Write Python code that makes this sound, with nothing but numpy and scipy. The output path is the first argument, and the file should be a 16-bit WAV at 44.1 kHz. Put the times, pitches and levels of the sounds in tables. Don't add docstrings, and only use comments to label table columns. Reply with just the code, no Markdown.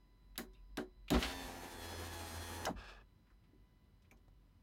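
import sys
import numpy as np
from scipy import signal
from scipy.fft import rfft, irfft, next_fast_len
from scipy.io import wavfile
from scipy.ndimage import map_coordinates

SR = 44100
rng = np.random.default_rng(int(sys.argv[2]) if len(sys.argv) > 2 else 0)


def ratio(d):
    e = np.asarray(d, float) / 20
    return 10 ** e


def log_audio(samples):
    frames = np.atleast_2d(samples).T
    limited = np.clip(frames, -1, 1)
    pcm = np.round(limited * 32767).astype(np.int16)
    wavfile.write(sys.argv[1], SR, pcm)


N = 204121


def unit(x):
    return x / np.sqrt(np.mean(x ** 2) + 1e-20)


def along(points, hz):
    f, v = np.transpose(points)
    return np.interp(np.log(hz + 1), np.log(f + 1), v)


def curves(rows):
    s, *cols = np.transpose(rows)
    return [np.interp(np.arange(N) / SR, s, c) for c in cols]


def gate(start, stop, rise, fall):
    t = np.arange(N) / SR
    return np.clip((t - start) / rise, 0, 1) * ratio(-60 * np.maximum(t - stop, 0) / fall)


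def wobble(rate):
    s = np.arange(0, N + 32, 32) / SR
    knots = rng.standard_normal(int(N * rate / SR) + 4)
    return np.interp(np.arange(N) / SR, s, map_coordinates(knots, [s * rate]))


def coloured(x, gain_db):
    m = next_fast_len(len(x) + 4096)
    gain = ratio(gain_db(np.fft.rfftfreq(m, 1 / SR)))
    return irfft(rfft(x, m) * gain, m)[:len(x)]


def noise(spectrum, length=N, tilt_db=0):
    white = rng.standard_normal(length)
    return unit(coloured(white, lambda f: along(spectrum, f) + tilt_db * np.log2((f + 50) / 2000)))


def peaks(rings):
    return lambda f: sum(db / (1 + (2 * (f - c) / w) ** 2) for c, w, db in rings)


BARS = 10
# [s, Hz]
SPEED = [(1.27, 881.0), (1.308, 893.8), (1.59, 865), (1.696, 866.6), (1.78, 859.0), (1.846, 835),
         (1.948, 856), (2.032, 841.5), (2.154, 848.5), (2.196, 837.1), (2.318, 830), (2.536, 846),
         (2.548, 851.6), (2.64, 850.5)]
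# [s, 0-1, dB]
DRIVE = [(1.26, 0.08, 6), (1.33, 0.02, 2), (1.48, 0.18, 1), (1.62, 0.31, -2.5), (1.75, .52, -2.5),
         (1.83, 0.64, 0), (1.93, 0.73, 1), (2.2, 0.83, 0.5), (2.4, 0.88, 0.5), (2.64, .98, -0.5)]


def motor():
    bar_hz, = curves(SPEED)
    load, effort_db = curves(DRIVE)
    load = np.clip(load, 0, 1)
    turn = 2 * np.pi * np.cumsum(bar_hz * (1 + .0015 * wobble(30))) / SR / BARS
    low = gear_growl(turn, load, effort_db) + shaft_tones(turn, load, effort_db)
    running = (low + brush_hiss(turn, load, effort_db)) * gate(1.105, 2.655, rise=0.11, fall=0.17)
    bars = bar_tones(turn, load, effort_db) * gate(1.215, 2.645, rise=0.066, fall=0.071)
    return running + bars + throb(turn, load) * gate(1.09, 2.71, rise=0.061, fall=0.49)


# [-, dB, dB, radians]
BAR_TONES = [(2, -65.5, -63, 0.74), (3, -70.5, -68, 1.4), (4, -64.5, -61.5, 0.44), (5, -64, -63.5, 0.49),
             (6, -68, -66, .7), (7, -68, -67, .7), (9, -77, -77, 1.9), (10, -79, -68, 1.6),
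             (12, -84, -75, 1.6), (13, -76.5, -69, 1.6)]


def bar_tones(turn, load, effort_db):
    grows, flicker_db = 1.34, 3
    out = 0
    for k, light_db, heavy_db, swing in BAR_TONES:
        level_db = (1 - load) * light_db + load * heavy_db + grows * effort_db
        level = ratio(level_db + flicker_db * wobble(9.005))
        out = out + level * np.sin(k * BARS * turn + swing * np.sin(turn + k))
    return out


# [-, dB]
SHAFT_LIGHT = [(1, -7), (2, -3.5), (3, 5.5), (4, -1), (5, -1.5), (6, -3.5), (7, -6.5), (8, -13.5), (9, 3),
               (10, -6), (11, -5), (12, -12), (13, -16), (14, -38), (15, -23), (16, -14), (17, -45),
               (18, -8), (19, -47), (20, -12), (21, -36), (22, -7.5)]
SHAFT_HEAVY = [(1, 0), (2, -29), (3, -6.5), (4, 1), (5, -4.5), (6, -2), (7, -13.5), (8, -2), (9, -7.5),
               (10, 3), (11, -1), (12, -9), (13, -17), (14, -39), (15, -31), (16, -14), (17, -45),
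               (18, -14), (19, -48), (20, -17.5), (21, -37), (22, -6)]
LOW_GROWS = 0.33


def shaft_tones(turn, load, effort_db):
    orders = 0
    for (k, light_db), (_, heavy_db) in zip(SHAFT_LIGHT[1:], SHAFT_HEAVY[1:]):
        level = ratio((1 - load) * light_db + load * heavy_db + 3 * wobble(5))
        orders = orders + level * np.sin(k * turn + .35 * wobble(5))
    return ratio(-54.8 + LOW_GROWS * effort_db) * unit(orders)


def throb(turn, load):
    free = np.clip((0.67 - load) / .12, 0, 1)
    return ratio(-50 - 13 * free + 2.2 * wobble(18)) * np.sin(turn)


# [Hz, dB per Hz]
GROWL_LIGHT = [(65, -47.5), (110, -16), (261, -1.5), (301, -9), (434, -6), (563, -13.5), (771, -3),
               (1230, -23), (2500, -14.5), (3250, -38), (5500, -120)]
GROWL = [(65, -40.5), (110, -1), (136, -17.5), (232, -2), (338, -4.5), (563, -8), (856, -8.5),
         (1170, -11.5), (1730, -12), (2500, -23.5), (3250, -52), (5500, -120)]


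def gear_growl(turn, load, effort_db):
    growl = np.sqrt(1 - load) * noise(GROWL_LIGHT) + np.sqrt(load) * noise(GROWL)
    pulse = (1 + 0.12 * np.sin(turn)) * ratio(2.1 * wobble(24.8))
    return ratio(-55 + LOW_GROWS * effort_db) * growl * pulse


# [Hz, dB per Hz]
HISS = [(590, -37), (1000, -1.5), (1510, -9), (1730, -3), (2340, -8.5), (3120, -5.5), (3370, -7),
        (3600, -7.5), (4260, -8), (7500, -21.5), (9750, -39), (16500, -120)]
SIZZLE = [(3820, -25.5), (6500, -2), (7910, -8.5), (8490, -2), (9910, -3), (10800, -2), (14600, -6.5),
          (16000, -11)]


def brush_hiss(turn, load, effort_db):
    pulsed = rng.standard_normal(N) * (1 + .4 * np.sin(BARS * turn))
    rub = .75 * pulsed + .65 * repeating(turn, renew=14)
    hiss, sizzle = [unit(coloured(rub, lambda f: along(spectrum, f))) for spectrum in (HISS, SIZZLE)]
    hiss_level = ratio(-58 + 1.06 * effort_db)
    sizzle_level = ratio(-63 + 0.65 * effort_db + 3 * load)
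    return (hiss_level * hiss + sizzle_level * sizzle) * ratio(1.2 * wobble(39.96))


def repeating(turn, renew):
    size = 1024
    spectra = rfft(rng.standard_normal((int(N / SR * renew) + 2, size)))
    patterns = irfft(spectra[:, :190], size)
    where = [np.arange(N) / SR * renew, turn / (2 * np.pi) % 1 * size]
    return unit(map_coordinates(patterns, where, order=1, mode="grid-wrap"))


# [s, dB, dB, dB per octave]
CLICKS = [(0.3782, -29.5, -47, 3.5), (0.772, -34.5, -50, -2), (1.1035, -28, -42.5, -2),
          (2.653, -32, -47, -2.2)]
# [Hz, dB per Hz]
RELAY = [(530, -29), (900, -9.5), (1120, -3.5), (1340, -17.5), (1680, -0.5), (1960, -6.5), (2160, -6),
         (4120, -4.5), (5900, -7), (8150, -6.5), (8970, -12.5), (10700, -6), (16000, -16)]
# [Hz, Hz, dB]
RELAY_RINGS = [(1610, 130, 6), (1820, 120, 7), (3020, 440, 7.5), (3890, 280, 7), (4130, 200, 3.5),
               (4950, 184, 5), (6630, 450, 5), (6980, 270, 5), (10600, 520, 3.5), (12900, 520, 3),
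               (14700, 330, 13)]


def clicks():
    snap_t60_s, tail_t60_s, rise_s = .015, .113, .0003
    out, t = np.zeros(N + SR), np.arange(SR // 3) / SR
    for s, snap_db, tail_db, tilt_db in CLICKS:
        rings = peaks([(hz, width, db + 1.5 * rng.standard_normal()) for hz, width, db in RELAY_RINGS])
        sharp, dull = [unit(coloured(noise(RELAY, len(t), tilt_db - lean), rings)) for lean in (0, 1.5)]
        snap = ratio(snap_db - 60 * t / snap_t60_s) * sharp
        tail = ratio(tail_db - 30 * t / tail_t60_s - 30 * (t / tail_t60_s) ** 3) * dull
        out[round(s * SR):][:len(t)] += (snap + tail) * (1 - np.exp(-t / rise_s))
    return out[:N]


# [s, dB, Hz, octaves]
BLOWS = [(.381, -50, 1500, 2.7), (.396, -51, 358, 0.8), (.776, -43.5, 600, 2.2), (.79, -45, 304, 1.2),
         (1.106, -38, 300, 2.1), (1.118, -30, 240, 1.7), (1.141, -34.5, 600, 4), (1.158, -37, 760, 2),
         (1.171, -38, 230, 1.34), (1.24, -49.5, 260, 0.53), (2.664, -37, 1100, 1.1),
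         (2.678, -36.5, 730, 0.62), (2.68, -47, 230, .5), (2.697, -42, 235, .6), (3.53, -68, 330, .7),
         (4.115, -67, 400, 2)]
# [Hz, dB, s]
DOOR = [(125, -6, .15), (179.6, -2, 0.26), (203.4, -7, 0.39), (237, 3.5, 0.22), (297.3, 4, 0.18),
        (372.3, -1.5, 0.38), (445.3, -4, 0.13), (536, -5.5, 0.14), (621, -1, 0.18), (666, -4, 0.091),
        (760, -1.5, 0.19), (1006, -5.5, 0.17), (1093, -6.5, 0.19), (1270, -3.5, 0.11), (1418, -6, 0.16),
        (1600, -22, 0.033), (1610, 7, 0.035), (1700, -24, 0.13), (2010, -3, 0.093), (2500, -5, 0.051),
        (3000, -18, 0.11)]


def door():
    free_below_db, damping_per_db, rise_s = -45.5, 0.0755, 0.0033
    out, t = np.zeros(N + SR), np.arange(SR // 2) / SR
    hz, mode_db, t60 = np.transpose(DOOR)[:, :, None]
    for s, db, centre_hz, octaves in BLOWS:
        damping = 1.13 + damping_per_db * max(db - free_below_db, 0)
        reach = lambda f: -6 * (np.log2((f + 20) / centre_hz) / octaves) ** 2
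        stray_db, detune = rng.standard_normal((2, len(DOOR), 1)) * [[[2]], [[.008]]]
        level = ratio(db + mode_db + reach(hz) + stray_db - 60 * damping * t / t60)
        phase = 100 * detune
        ring = (level * np.sin(2 * np.pi * (hz * (1 + detune) * t + phase))).sum(0)
        rattle = unit(coloured(noise(GROWL, len(t)), reach))
        crunch = ratio(db - 0.5 - 60 * damping * t / 0.23) * rattle
        out[round(s * SR):][:len(t)] += (ring + crunch) * (1 - np.exp(-t / rise_s))
    return out[:N]


# [s, dB peak, Hz, s]
SWAY = [(1.124, -29.5, 59, 0.093), (1.225, -41.5, 57.2, 0.094), (1.342, -46, 51.7, 0.052),
        (1.411, -47.5, 50, 0.085), (2.735, -45.5, 48, 0.084)]


def sway():
    out, t = np.zeros(N + SR), np.arange(SR // 2) / SR
    for s, db, sway_hz, length in SWAY:
        swell = np.sin(np.pi * np.clip(t / length, 0, 1)) ** 2
        out[round(s * SR):][:len(t)] += ratio(db) * swell * np.sin(2 * np.pi * sway_hz * t)
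    return out[:N]


# [s, dB]
DRAG = [
    [(1.125, -40.5), (1.147, -39), (1.205, -55.5), (1.231, -39.5), (1.271, -50.5), (1.33, -51.5)],
    [(2.75, -66), (2.79, -56), (2.835, -59), (2.85, -54.5), (2.9, -54), (2.936, -57.5), (3.015, -67),
     (3.05, -86.5)],
]
# [Hz, dB per Hz]
LIP = [(290, -42), (500, -6.5), (774, 1.5), (962, -13), (1270, 0.5), (1800, -1.5), (3780, -4),
       (14600, -36.5), (16200, -36)]
SEAL = [(120, -36), (200, -3), (232, -0.5), (305, -12), (374, 4.5), (492, 2), (1690, 1), (2030, -3),
        (2390, -3), (5090, -14.5), (10000, -32.5), (13000, -42), (16200, -46)]
# [Hz, Hz, dB]
SEAL_RINGS = [(1210, 90, 8), (1680, 170, 11), (2050, 220, -12), (2580, 250, 9), (3450, 220, 9),
              (4370, 150, 6), (5170, 160, 12), (13000, 1500, 5)]


def drag():
    lip_bright, seal_bright = 0.39, 0.76
    dulling_per_db = 0.07
    out = np.zeros(N)
    rings = peaks(SEAL_RINGS)
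    for rows, spectrum, share, resting in zip(DRAG, (LIP, SEAL), (lip_bright, seal_bright), (0, 1)):
        level_db, = curves(rows)
        grains = ratio(0.89 * wobble(300) + 1.74 * wobble(60))
        pane = lambda f: resting * rings(f)
        dull, bright = [unit(coloured(noise(spectrum, tilt_db=lean) * grains, pane)) for lean in (-3, 3)]
        mix = np.clip(share + resting * dulling_per_db * (level_db - level_db.max()), 0, 1)
        stroke = np.sqrt(1 - mix) * dull + np.sqrt(mix) * bright
        out += ratio(level_db) * stroke * gate(rows[0][0], rows[-1][0], rise=0.014, fall=0.047)
    return out


# [s, dB before the decay, Hz, Hz, s]
TICKS = [(0.356, -56, 2520, 2200, 0.045), (0.379, -44, 10800, 2500, .04), (.384, -47, 1890, 500, 0.11),
         (.533, -72, 4500, 6000, .058), (0.54, -72.5, 3700, 400, 0.14), (.548, -72.5, 2650, 500, 0.2),
         (0.78, -43, 1610, 398, 0.071), (1.0808, -48, 2650, 1600, 0.07), (1.138, -33.5, 2500, 2500, 0.013),
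         (1.2249, -34, 3000, 3000, 0.1), (1.243, -38.5, 2800, 3000, 0.07), (2.654, -39, 5600, 1600, 0.056),
         (2.843, -58, 1500, 1470, 0.045), (3.266, -77, 1490, 2500, .2), (3.301, -71.5, 1260, 1020, 0.17),
         (3.4367, -77, 2200, 3000, 0.15), (4.0204, -76, 3500, 6000, 0.1), (4.0456, -75, 2500, 2500, 0.11),
         (4.1105, -59, 2340, 350, 0.07), (4.111, -63.5, 5000, 14000, .03), (4.111, -75, 6380, 500, .13),
         (4.113, -76, 12900, 1400, .13), (4.17, -78.5, 5000, 6000, 0.076), (4.281, -62, 620, 450, 0.03)]


def ticks():
    edge_db = -15
    out, t = np.zeros(N + SR), np.arange(SR // 4) / SR
    for s, db, hz, width, t60 in TICKS:
        resonance = lambda f: -20 * np.log10(1 + (2 * (f - hz) / width) ** 2)
        ping = unit(coloured(rng.standard_normal(len(t)), resonance))
        tick = ping + ratio(edge_db) * noise(RELAY, len(t), tilt_db=-2.9)
        shape = ratio(-60 * t / t60) * (1 - np.exp(-t / 0.00076))
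        out[round(s * SR):][:len(t)] += ratio(db) * np.sqrt(np.mean(shape ** 2)) * unit(tick * shape)
    return out[:N]


# [s, dB]
HUM = [(0, -63), (.17, -66.5), (.27, -60), (.62, -59), (.7, -53.5), (.79, -59), (.95, -52), (1.08, -60),
       (1.6, -58), (2.15, -63.5), (2.7, -58), (3.02, -59), (3.15, -67.5), (4.63, -68)]


def low_hum():
    late = np.arange(N) / (N - 1)
    hum_db = curves(HUM)[0] + 1.5 * (1 + late) * wobble(14)
    pitch_hz = 46.5 + 0.98 * wobble(1.9)
    rumble = noise([(22, -25.5), (40, 0.0), (62, -8.5), (75, -36.0), (90, -120)])
    return ratio(hum_db) * (np.sin(2 * np.pi * np.cumsum(pitch_hz) / SR) + 0.34 * rumble)


# [Hz, dB per Hz]
MURMUR = [(39, -37), (66, -3.5), (102, -3), (215, -8), (232, -8.5), (336, -13.5), (462, -21.5),
          (900, -29.5), (1170, -44), (1980, -120)]


def murmur():
    late = np.arange(N) / (N - 1)
    deep = noise([(45, -29), (60, 1), (105, -0.5), (125, -30), (160, -120)])
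    deep_db = (1 - late) * -87.5 + late * -74
    return ratio(-72 + .8 * wobble(14)) * noise(MURMUR) + ratio(deep_db) * deep


# [Hz, dB per Hz]
HUSH = [(290, -40), (500, -8.5), (921, -7.5), (1010, -5), (1180, -7.5), (3730, -15), (4010, -14),
        (7380, -25), (15100, -21.5), (16200, -20)]


def hush():
    return ratio(-83 + 0.35 * wobble(5.3)) * noise(HUSH)


# [Hz, dB about rms, dB about rms]
WHINE = [(999, -86, -92.5), (2000, -92, -93.5), (2970, -102, -98), (3990, -88, -95.5), (4970, -95, -97)]


def whine():
    t = np.arange(N) / SR
    late = t / t[-1]
    out = 0
    for hz, start_db, end_db in WHINE:
        level = ratio((1 - late) * start_db + late * end_db + 2.5)
        out = out + level * ratio(1.8 * wobble(3)) * np.sin(2 * np.pi * hz * t)
    return out


def scene():
    mechanism = motor() + clicks() + door() + sway() + drag() + ticks()
    garage = low_hum() + murmur() + hush() + whine()
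    return (mechanism + garage)[None]


def top_cut(x):
    return signal.sosfilt(signal.butter(12, 16500, fs=SR, output="sos"), x)


def record(dry):
    kept = coloured(dry[0], lambda f: -28 * (f > 15950))[None]
    return top_cut(kept)


dry = scene()
out = record(dry)
log_audio(out)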